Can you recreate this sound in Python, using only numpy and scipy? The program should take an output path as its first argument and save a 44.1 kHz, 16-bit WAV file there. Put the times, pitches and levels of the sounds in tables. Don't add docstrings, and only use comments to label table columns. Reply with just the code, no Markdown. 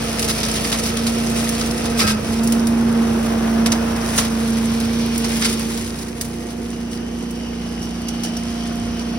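import sys
import numpy as np
from scipy import signal
from scipy.fft import rfft, irfft
from scipy.io import wavfile
from scipy.ndimage import map_coordinates

SR = 44100
rng = np.random.default_rng(int(sys.argv[2]) if len(sys.argv) > 2 else 0)


def to_wav(sig):
    pcm = np.clip(np.atleast_2d(sig), -1, 1) * 32767
    pcm = np.round(pcm).astype(np.int16)
    wavfile.write(sys.argv[1], SR, pcm.T)


N = 404838

# time in seconds, level in dB.
BLADE_LEVEL = [(0.0, -27), (0.94, -26), (1.06, -20), (1.82, -24.5), (2.0, -20.5), (2.15, -19.5),
               (2.25, -32), (2.3, -21), (2.46, -16.5), (3.01, -16), (3.22, -20), (3.62, -16.5),
               (4.08, -24.5), (4.54, -18.5), (5.65, -22.5), (5.98, -31.5), (6.74, -28), (7.83, -28.5),
               (8.26, -25.5), (9.1, -25)]
SECOND_HARMONIC_LEVEL = [(0, -39.5), (1.3, -37.5), (3.5, -39.5), (5.5, -36.5), (6, -49), (6.6, -41),
                         (7.6, -50.5), (8.1, -55), (8.9, -50)]
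THIRD_HARMONIC_LEVEL = [(0, -41), (2.7, -45.5), (3.6, -37.5), (4.6, -54), (5.501, -59), (6.4, -47),
                        (7.7, -54), (8.6, -40), (9.18, -41)]
BLADES_PER_CYCLE = 8
FREE_BLADE_HZ, LOAD_LAG_S = 235.7, .08

LINE_ORDERS = [2, 3, 4, 5, 6, 7, 9, 10, 11, 12, 13, 14, 15, 17, 18, 20, 22, 25, 28]
LINE_BESIDE_DB = [-2.5, -7, -8, -4.5, -12, -10.5, -16, -7.5, -20, -25, -13.5, -30, -18.5, -15.5, -19.5, -22,
                  -29, -31, -42]
LINE_BEHIND_DB = [0, -11.5, -19, -11.5, 3.5, -3, -4, -9, -4, -12.5, -14, -17, -16, -18, -35, -28, -16, -12,
                  -13]

# frequency in Hz, relative level in dB.
EXHAUST_SPECTRUM = [(30, -35), (55, -18), (95, -1), (135, -4.5), (190, -3), (270, -12.5), (400, -16),
                    (600, -30), (1200, -38), (2600, -21), (3300, -49)]
ROAR_SPECTRUM = [(80, -46), (180, 2), (270, 2), (360, 6.5), (420, -3), (480, 4.5), (550, -13), (690, -24),
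                 (820, -8), (1500, -40), (4000, -53)]
HOPPER_SPECTRUM = [(250, -15), (600, 11), (800, 6.5), (1000, 5.5), (1400, 4.5), (2200, -4), (3200, -4),
                   (3900, -10.5), (5200, -8), (8000, -17), (11000, -14.5), (15000, -18)]
LEAF_SPECTRUM = [(500, -17), (1200, -6.5), (2000, 2), (2600, -1), (3200, 0.5), (3900, -1), (5200, 1.5),
                 (6500, 1.5), (8000, 0.5), (10000, 0), (12000, -3.5), (15500, -7.5)]
STRIKE_SPECTRUM = [(100, -37), (600, -2.5), (1300, 6), (2500, 6.5), (3800, 7), (5500, 7), (8000, 5),
                   (10500, 0.5), (13000, -6), (16000, -12)]

# time in seconds, level in dB.
HOUSING_ROAR_LEVEL = [(0, -36.5), (1.2, -32), (2.2, -34), (2.7, -28), (3.7, -30.5), (4.55, -36), (5.4, -30),
                      (6, -35), (6.6, -35), (8.6, -39), (9.18, -35)]
HOSE_RING_LEVEL = [(0, -32.5), (1.9, -30.5), (3.8, -48.5), (4.6, -43), (6.1, -68), (7.3, -63), (7.9, -50),
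                   (9.18, -42)]

# frequency in Hz, width in Hz, relative gain in dB.
HOSE_AIR_MODES = [(476, 65, 8), (607, 34, 3.5), (694, 40, 3.5), (830, 22, -2), (1290, 88, 0.5),
                  (1870, 240, -8.5), (2630, 290, -6.5)]
NOZZLE_RIM_MODES = [(2370, 390, 7.5), (2910, 280, -0.5), (3270, 520, 5.5), (4470, 1100, 5),
                    (5380, 310, 7.5), (6030, 210, 7)]
HOSE_WALL_MODES = [(1070, 77, -1), (1290, 57, -3), (2110, 95, 1.5), (3770, 160, -2.5), (4960, 170, 3)]
STEEL_MODES = [(1390, 75, -2), (2980, 150, 4.5), (4780, 160, -1), (5650, 280, 4.5)]
CLUMP_RING_MODES = [(1310, 69, 4.5), (1580, 36, 4), (2570, 132, -2.5), (4850, 250, -7)]

# middle in seconds, half length in seconds, rustle in dB, drop in blade rate in Hz.
LEAF_GULPS = [(0.258, 0.48, -30, 11.1), (0.67, 0.3, -29, 3.8), (1.452, 0.59, -29, 6.3),
              (2.301, 0.09, -32, 4.4), (2.513, 0.18, -37.5, 3.6), (3.269, 0.61, -40, 8.3),
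              (4.164, 0.14, -26.5, 0.86), (4.399, 0.51, -36.5, 6.75), (5.448, 0.247, -28, 5.54),
              (5.432, 1.23, -36.5, 3.13), (5.778, 0.12, -33.5, 0.33), (8.442, 1.01, -38, 2.77)]
CLUMP_S, CLUMP_HALF_LENGTH_S = 2.05, .035

# start in seconds, level in dB, length in
# seconds, brightness in dB per octave, what is hit from 0 (steel) to 1 (hose wall).
LOUD_STRIKES = [(.193, -23, 0.0047, 4, .6), (.226, -21.5, .004, 1, 0.39), (.243, -25, 0.0055, 3, 0.59),
                (.284, -24, 0.016, 3, 0.68), (.299, -24.5, 0.01, 1, .5), (.431, -21.5, 0.0072, 0, .5),
                (.484, -27.5, .012, -2, .8), (.523, -32, .005, -2, .5), (.556, -25, 0.0065, 1, 0.074),
                (.645, -23, 0.0057, 0.5, .9), (.717, -24, 0.0055, 1, .2), (.726, -20, 0.0036, 0, 1),
                (.738, -31, .012, -4, 0.88), (.785, -29.5, 0.0087, 4, .5), (.835, -28, .008, 4, .5),
                (.856, -26, 0.02, 4, .6), (.969, -23, .004, 1.5, 0.19), (1.066, -23, .012, 1.5, 0.47),
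                (1.355, -29.5, 0.045, 2, 0.35), (1.49, -20.5, 0.0036, 7, .3),
                (1.544, -45, 0.0049, -5, 0.58), (1.61, -27, 0.0058, 0, 0.58),
                (1.855, -27.5, 0.0096, 0.5, 0.68), (1.974, -26, 0.021, 6, 0.42),
                (1.991, -18.5, .035, -1.5, 0.41), (2.03, -36, 0.029, 7, .3), (2.067, -22, 0.049, 1, 0.69),
                (2.433, -27, 0.0089, 12, .2), (2.474, -21.5, 0.0019, 8, .2), (2.522, -17.5, 0.0023, 8, .1),
                (2.67, -23, 0.0028, 9, 0.32), (2.808, -41, .005, 10, .2), (3.325, -37, 0.0038, 10, 0.19),
                (3.66, -18, 0.0061, 0, 0.72), (3.719, -15.5, 0.0037, 2, 0.57), (4.158, -29, 0.038, 16, .2),
                (4.178, -18.5, .014, 1.5, 0.19), (4.182, -24.5, 0.011, -11, 0.54),
                (4.205, -33, 0.055, -4, 0), (4.8, -27, 0.0038, 6, .3), (5.178, -20, 0.0029, 13, .3),
                (5.243, -27, 0.0078, 0, 0.43), (5.418, -23, 0.022, -1.5, .4), (5.446, -18.5, 0.014, .5, .3),
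                (5.523, -34, 0.0044, 8, 0.52), (6.211, -20.5, 0.0046, 6.5, 0.015),
                (6.25, -36, 0.0018, 11, 0.023), (6.484, -42, 0.032, -.5, 0.32), (6.728, -40, 0.01, -3, .3),
                (6.91, -38.5, 0.042, 5, .1), (7.308, -35.5, 0.0042, 12, .1), (7.815, -38, 0.043, 5, 0.17),
                (8.083, -26, 0.0048, 3.5, 0.047), (8.234, -25, 0.0059, 5.5, 0.099),
                (8.248, -32.5, 0.013, 2, 0.019), (8.368, -28.5, 0.0033, 6, 0.14),
                (8.993, -30, 0.0026, 1, 0), (9.003, -42, .015, 4, .1)]
CRACK_HOLLOW = .55

# time in seconds, place from 0 (beside the impeller) to 1 (behind the
MIC_PATH = [(0, 0.083, 0.05, 0), (2.3, 0.068, 0.2, 0.13), (3.1, 0.18, 0.77, 0.13), (3.95, 0.38, 0.74, 0.04),
            (4.45, 0.0043, 0.21, 0.07), (5.5, 0.062, 0, 0.09), (6.1, 0.15, 0.25, 0.85),
            (6.9, 0.68, 0.2, 0.8), (8.1, 0.93, 0.05, 0.46), (9.18, 0.75, 0.06, 0.34)]

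ENGINE_PICKUP = (-32, 2.5, -5, -2.5)
HOPPER_PICKUP = (-32.5, 8, -11, -1)
RIM_PICKUP = (-30.5, -29, -16.5, -4)

# frequency in Hz, width in Hz, then four pickup values in dB as above.
NOZZLE_WHISTLES = [(1860, 17, -57, -8, 5, -2), (3750, 160, -47.5, -7, -30, -6),
                   (2980, 350, -55, -5, -2.5, 15), (4880, 280, -61, -10, -11, 21),
                   (5670, 170, -55.5, 7, -10.5, 13.5), (6140, 270, -57.5, 1, 0, 3)]

# middle in seconds, half length in seconds, level in dB.
MIC_GUSTS = [(2.15, 0.42, -35), (7.75, 0.15, -48), (8.867, 0.16, -39)]

# frequency in Hz, likeness from 0 to 1.
PORT_LIKENESS = [(60, 0.9), (200, 0.9), (360, 0.9), (470, 0.47), (600, 0), (900, 0.42), (1330, 0.62),
                 (1800, 0.6), (5000, 0.37), (6400, 0.32), (7100, 0.96), (7650, 0.79), (9000, 0.4),
                 (9350, 1), (11500, 0.8), (11800, 0), (12450, 1)]
# frequency in Hz, lead of the left port in radians.
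PORT_LEAD = [(0, 0), (400, 0), (540, .8), (700, -1), (1050, -.2), (1330, -1.3), (1600, .1), (2500, 1.5),
             (3300, 2.6), (3900, .6), (4650, 1.6), (5450, .5), (6500, 2.7), (7600, 3.25), (9800, 6.2),
             (11500, 6.5), (12600, 9.3), (14300, 9.55), (15300, 12.3)]
# frequency in Hz, left minus right in dB.
PORT_BALANCE = [(60, 0), (140, -1.5), (230, -2.5), (350, -5), (460, -8.5), (580, 2.5), (1000, 0.8),
                (1330, -0.5), (1700, 0), (4000, 0.5), (6000, -2), (8000, 0)]
TOP_HZ = 15800

TIME = np.arange(N) / SR
FREQ = np.arange(N // 2 + 1) * SR / N


def impeller(cycle):
    phase = 2 * np.pi * BLADES_PER_CYCLE * cycle + .027 * walk(40)
    tone = unit(np.sin(phase) * undb(.63 * walk(50))) * undb(curves(BLADE_LEVEL)[0])
    for k, level in enumerate([SECOND_HARMONIC_LEVEL, THIRD_HARMONIC_LEVEL], start=2):
        overtone = np.sin(k * phase + .11 * k * walk(22)) * undb(2 * walk(10))
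        tone = tone + unit(overtone) * undb(curves(level)[0])
    return tone


def blade_rate():
    sag_hz, brake_s, hold_s, governor_s = 16.5, .05, .13, .085
    load_hz = sum(drop_hz * swell(s + LOAD_LAG_S, half_s) for s, half_s, _, drop_hz in LEAF_GULPS)
    braked = np.clip((TIME - CLUMP_S) / brake_s + 1, 0, 1)
    unrecovered = np.exp(-np.maximum(TIME - CLUMP_S - hold_s, 0) / governor_s)
    return FREE_BLADE_HZ - load_hz - sag_hz * braked * unrecovered


def engine_lines(cycle, place):
    chug = 0
    for order, beside_db, behind_db in zip(LINE_ORDERS, LINE_BESIDE_DB, LINE_BEHIND_DB):
        waver_db = min(.15 * order, 2.2) * walk(7)
        db = beside_db + place * (behind_db - beside_db) + waver_db
        muffler_rad = .5 * (order - 8) ** 2
        phase = 2 * np.pi * order * cycle + muffler_rad + .012 * order * walk(14)
        chug = chug + np.sqrt(2) * undb(db) * np.cos(phase)
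    return chug


def exhaust(cycle, place):
    second_firing = 3 / 8
    puffs = np.exp(-(cycle % 1) / .28) + 1.6 * np.exp(-((cycle - second_firing) % 1) / .29)
    return colour(noise() * (.58 + puffs), EXHAUST_SPECTRUM) * undb(-2 - place)


def air(cycle):
    throb = 1 + .1 * np.cos(2 * np.pi * 2 * cycle) + .05 * np.cos(2 * np.pi * cycle)
    roar = colour(noise() * throb, ROAR_SPECTRUM)
    roar_db = curves(HOUSING_ROAR_LEVEL)[0] + .79 * walk(3.4)
    rush = colour(noise() * throb * grains(rate=2300, spread_db=2.5, decay_s=.011), HOPPER_SPECTRUM)
    rush_db = heard_db(HOPPER_PICKUP) + .29 * walk(30)
    return roar * undb(roar_db) + rush * undb(rush_db)


def nozzle():
    hose = ringing(HOSE_AIR_MODES) * undb(curves(HOSE_RING_LEVEL)[0])
    rim = unit(turbulence_in(NOZZLE_RIM_MODES))
    rim_db = heard_db(RIM_PICKUP) + 1.3 * walk(18)
    flare_db = 4 * swell(CLUMP_S, half_length=.066)
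    return (hose + rim * undb(rim_db)) * undb(flare_db)


def leaf_flow(trickle_db=-41.5):
    gulp_power = sum((undb(db) * swell(s, half_s)) ** 2 for s, half_s, db, _ in LEAF_GULPS)
    return np.sqrt(undb(trickle_db) ** 2 + gulp_power)


def leaves(flow):
    scrape = grains(rate=3500, spread_db=3.2, decay_s=.0009) * undb(1.6 * walk(45) + .9 * walk(14))
    cracks = 0
    for centre_hz in 1500 * 2 ** (np.arange(6) * .62):
        band = signal.butter(1, [centre_hz * .8, centre_hz * 1.2], "band", fs=SR, output="sos")
        cracks = cracks + signal.sosfilt(band, noise() * grains(rate=75, spread_db=4.4, decay_s=.0015))
    cracks = irfft(rfft(cracks) * (1 + CRACK_HOLLOW * struck(HOSE_WALL_MODES)), N)
    return colour(noise() * scrape + .6 * cracks, LEAF_SPECTRUM) * flow


def twigs(flow, place):
    per_s, length_s, db_per_octave = 14, .0077, 3
    offset_db, scatter_db, behind_db = -2.5, 2.5, -10
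    count = int(per_s * N / SR)
    moments = (np.arange(count) + rng.random(count)) / per_s
    strength = np.interp(moments, TIME, flow * undb(behind_db * place))
    levels_db = 20 * np.log10(strength) + offset_db + scatter_db * rng.standard_normal(count)
    return [(s, db, length_s, db_per_octave, CRACK_HOLLOW) for s, db in zip(moments, levels_db)]


def debris(strikes, place):
    rattle_share, rattle_s, crunch_s = .19, .038, .016
    size = 8192
    out = np.zeros((2, N + size))
    t, hz = np.arange(size) / SR, np.arange(size // 2 + 1) * SR / size
    splinters = np.tile(noise() * grains(rate=4000, spread_db=2.1, decay_s=.0004), 2)
    shreds = np.tile(noise() * grains(rate=4000, spread_db=1.2, decay_s=.0006), 2)
    octaves = np.log2(np.maximum(hz, 500) / 5000)
    steel, wall = struck(STEEL_MODES, hz), struck(HOSE_WALL_MODES, hz)
    strike_db = contour(STRIKE_SPECTRUM, hz)
    timbres = rng.standard_normal((len(strikes), 28))
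    for (s, db, length_s, db_per_octave, hollow), timbre in zip(strikes, timbres):
        start = int(s * SR)
        attack_s, release_s = .031 * length_s, min(1.6 * length_s, .011)
        after = np.maximum(t - length_s, 0)
        decay = np.exp(-after / release_s) + rattle_share * np.exp(-after / rattle_s)
        envelope = (1 - np.exp(-t / attack_s)) * decay
        snap = np.exp(-length_s / crunch_s)
        pieces = snap * splinters[:, start:start + size] + (1 - snap) * shreds[:, start:start + size]
        burst = unit(pieces * envelope) * np.sqrt(np.mean(envelope ** 2))
        timbre_db = 1.6 * np.interp(hz, np.linspace(0, TOP_HZ, len(timbre)), timbre)
        steel_db = -7.5 + 17.5 * place[start]
        ring = hollow * wall + (1 - hollow) * steel * undb(steel_db)
        response = undb(strike_db + db_per_octave * octaves + timbre_db) * (1 + ring)
        response /= np.sqrt(np.mean(np.abs(response) ** 2))
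        out[:, start:start + size] += undb(db) * irfft(rfft(burst) * response)
    return out[:, :N]


def thud():
    spectrum = [(40, -20), (80, 0), (170, -1), (300, -12), (450, -6), (900, -24), (4000, -60)]  # Hz, dB
    thump = colour(noise(), spectrum) * swell(CLUMP_S, CLUMP_HALF_LENGTH_S)
    ring = unit(turbulence_in(CLUMP_RING_MODES)) * swell(CLUMP_S + CLUMP_HALF_LENGTH_S / 2, .079)
    return undb(-24) * (thump + ring)


def whistle():
    flutter = undb(1.4 * walk(11.4))
    return flutter * sum(ringing([(hz, width, 0)]) * undb(heard_db(pickup))
                         for hz, width, *pickup in NOZZLE_WHISTLES)


def wind(breeze_db=-46):
    buffet = colour(noise(), [(15, -22), (40, -9), (70, 0), (150, -8), (600, -56)])
    strength = undb(breeze_db) + sum(undb(db) * swell(s, half_s) for s, half_s, db in MIC_GUSTS)
    return buffet * strength * undb(2.5 * walk(12))


def heard_db(pickup):
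    open_db, facing_db, screened_db, behind_db = pickup
    place, facing, screened = curves(MIC_PATH)
    return open_db + facing * facing_db + screened * screened_db + place * behind_db


def shielded(x, place):
    dull = signal.sosfilt(signal.butter(1, 6500, fs=SR, output="sos"), x)
    return x + place * (dull - x)


def ports(tones, turbulence):
    likeness = contour(PORT_LIKENESS)
    shared, apart = rfft(turbulence)
    side = np.array([[1], [-1]])
    heard = rfft(tones) + shared * np.sqrt((1 + likeness) / 2) + side * apart * np.sqrt((1 - likeness) / 2)
    lead = np.interp(FREQ, *np.transpose(PORT_LEAD))
    return irfft(heard * np.exp(.5j * side * lead) * undb(side * contour(PORT_BALANCE) / 2), N)


def noise():
    return rng.standard_normal((2, N))


def turbulence_in(modes):
    gain = sum(undb(db) / (1 + (1.9 * (FREQ - centre) / width) ** 2) for centre, width, db in modes)
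    return irfft(rfft(noise()) * gain, N)


def ringing(modes, bend=.012):
    sound = turbulence_in(modes)
    position = np.cumsum(1 + bend * walk(4))
    return unit(np.array([map_coordinates(part, [position], mode="mirror") for part in sound]))


def struck(modes, hz=FREQ):
    return sum(undb(db) / (1 + 2j * (hz - centre) / width) for centre, width, db in modes)


def grains(rate, spread_db, decay_s):
    chance, size = rng.random(N), np.minimum(rng.exponential(size=N), 5)
    power = (chance < rate / SR) * undb(spread_db * size) ** 2
    return unit(np.sqrt(signal.lfilter([1], [1, -np.exp(-1 / (decay_s * SR))], power)))


def walk(rate):
    size, step_hz = 8192, 800
    hz = np.arange(size // 2 + 1) * step_hz / size
    slow = irfft(rfft(rng.standard_normal(size)) / (1 + (2 * hz / rate) ** 4))
    return unit(np.interp(TIME, np.arange(size) / step_hz, slow))


def swell(s, half_length):
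    return np.exp(-((TIME - s) / half_length) ** 2)


def colour(x, points):
    fade = 1 / (1 + (FREQ / (1.15 * points[-1][0])) ** 6)
    return unit(irfft(rfft(x) * undb(contour(points)) * fade, N))


def contour(points, hz=FREQ):
    f, value = np.transpose(points)
    return np.interp(np.log(hz + 1), np.log(f + 1), value)


def curves(table):
    s, *columns = np.transpose(table)
    return [np.interp(TIME, s, c) for c in columns]


def unit(x):
    return x / np.sqrt(np.mean(x ** 2))


def undb(db):
    return 10 ** (np.asarray(db) / 20)


def scene():
    place = curves(MIC_PATH)[0]
    engine_gain = undb(heard_db(ENGINE_PICKUP))
    flow = leaf_flow()
    cycle = np.cumsum(blade_rate()) / SR / BLADES_PER_CYCLE
    tones = impeller(cycle) + engine_lines(cycle, place) * engine_gain
    airflow = exhaust(cycle, place) * engine_gain + air(cycle) + whistle()
    suction = nozzle() + shielded(leaves(flow), place)
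    impacts = debris(LOUD_STRIKES + twigs(flow, place), place) + thud()
    return ports(tones, airflow + suction + impacts + wind())


def record(dry):
    ceiling, hardness = .85, 6
    rounded = dry / (1 + np.abs(dry / ceiling) ** hardness) ** (1 / hardness)
    return signal.sosfilt(signal.ellip(10, .2, 80, TOP_HZ, fs=SR, output="sos"), rounded)


dry = scene()
out = record(dry)
to_wav(out)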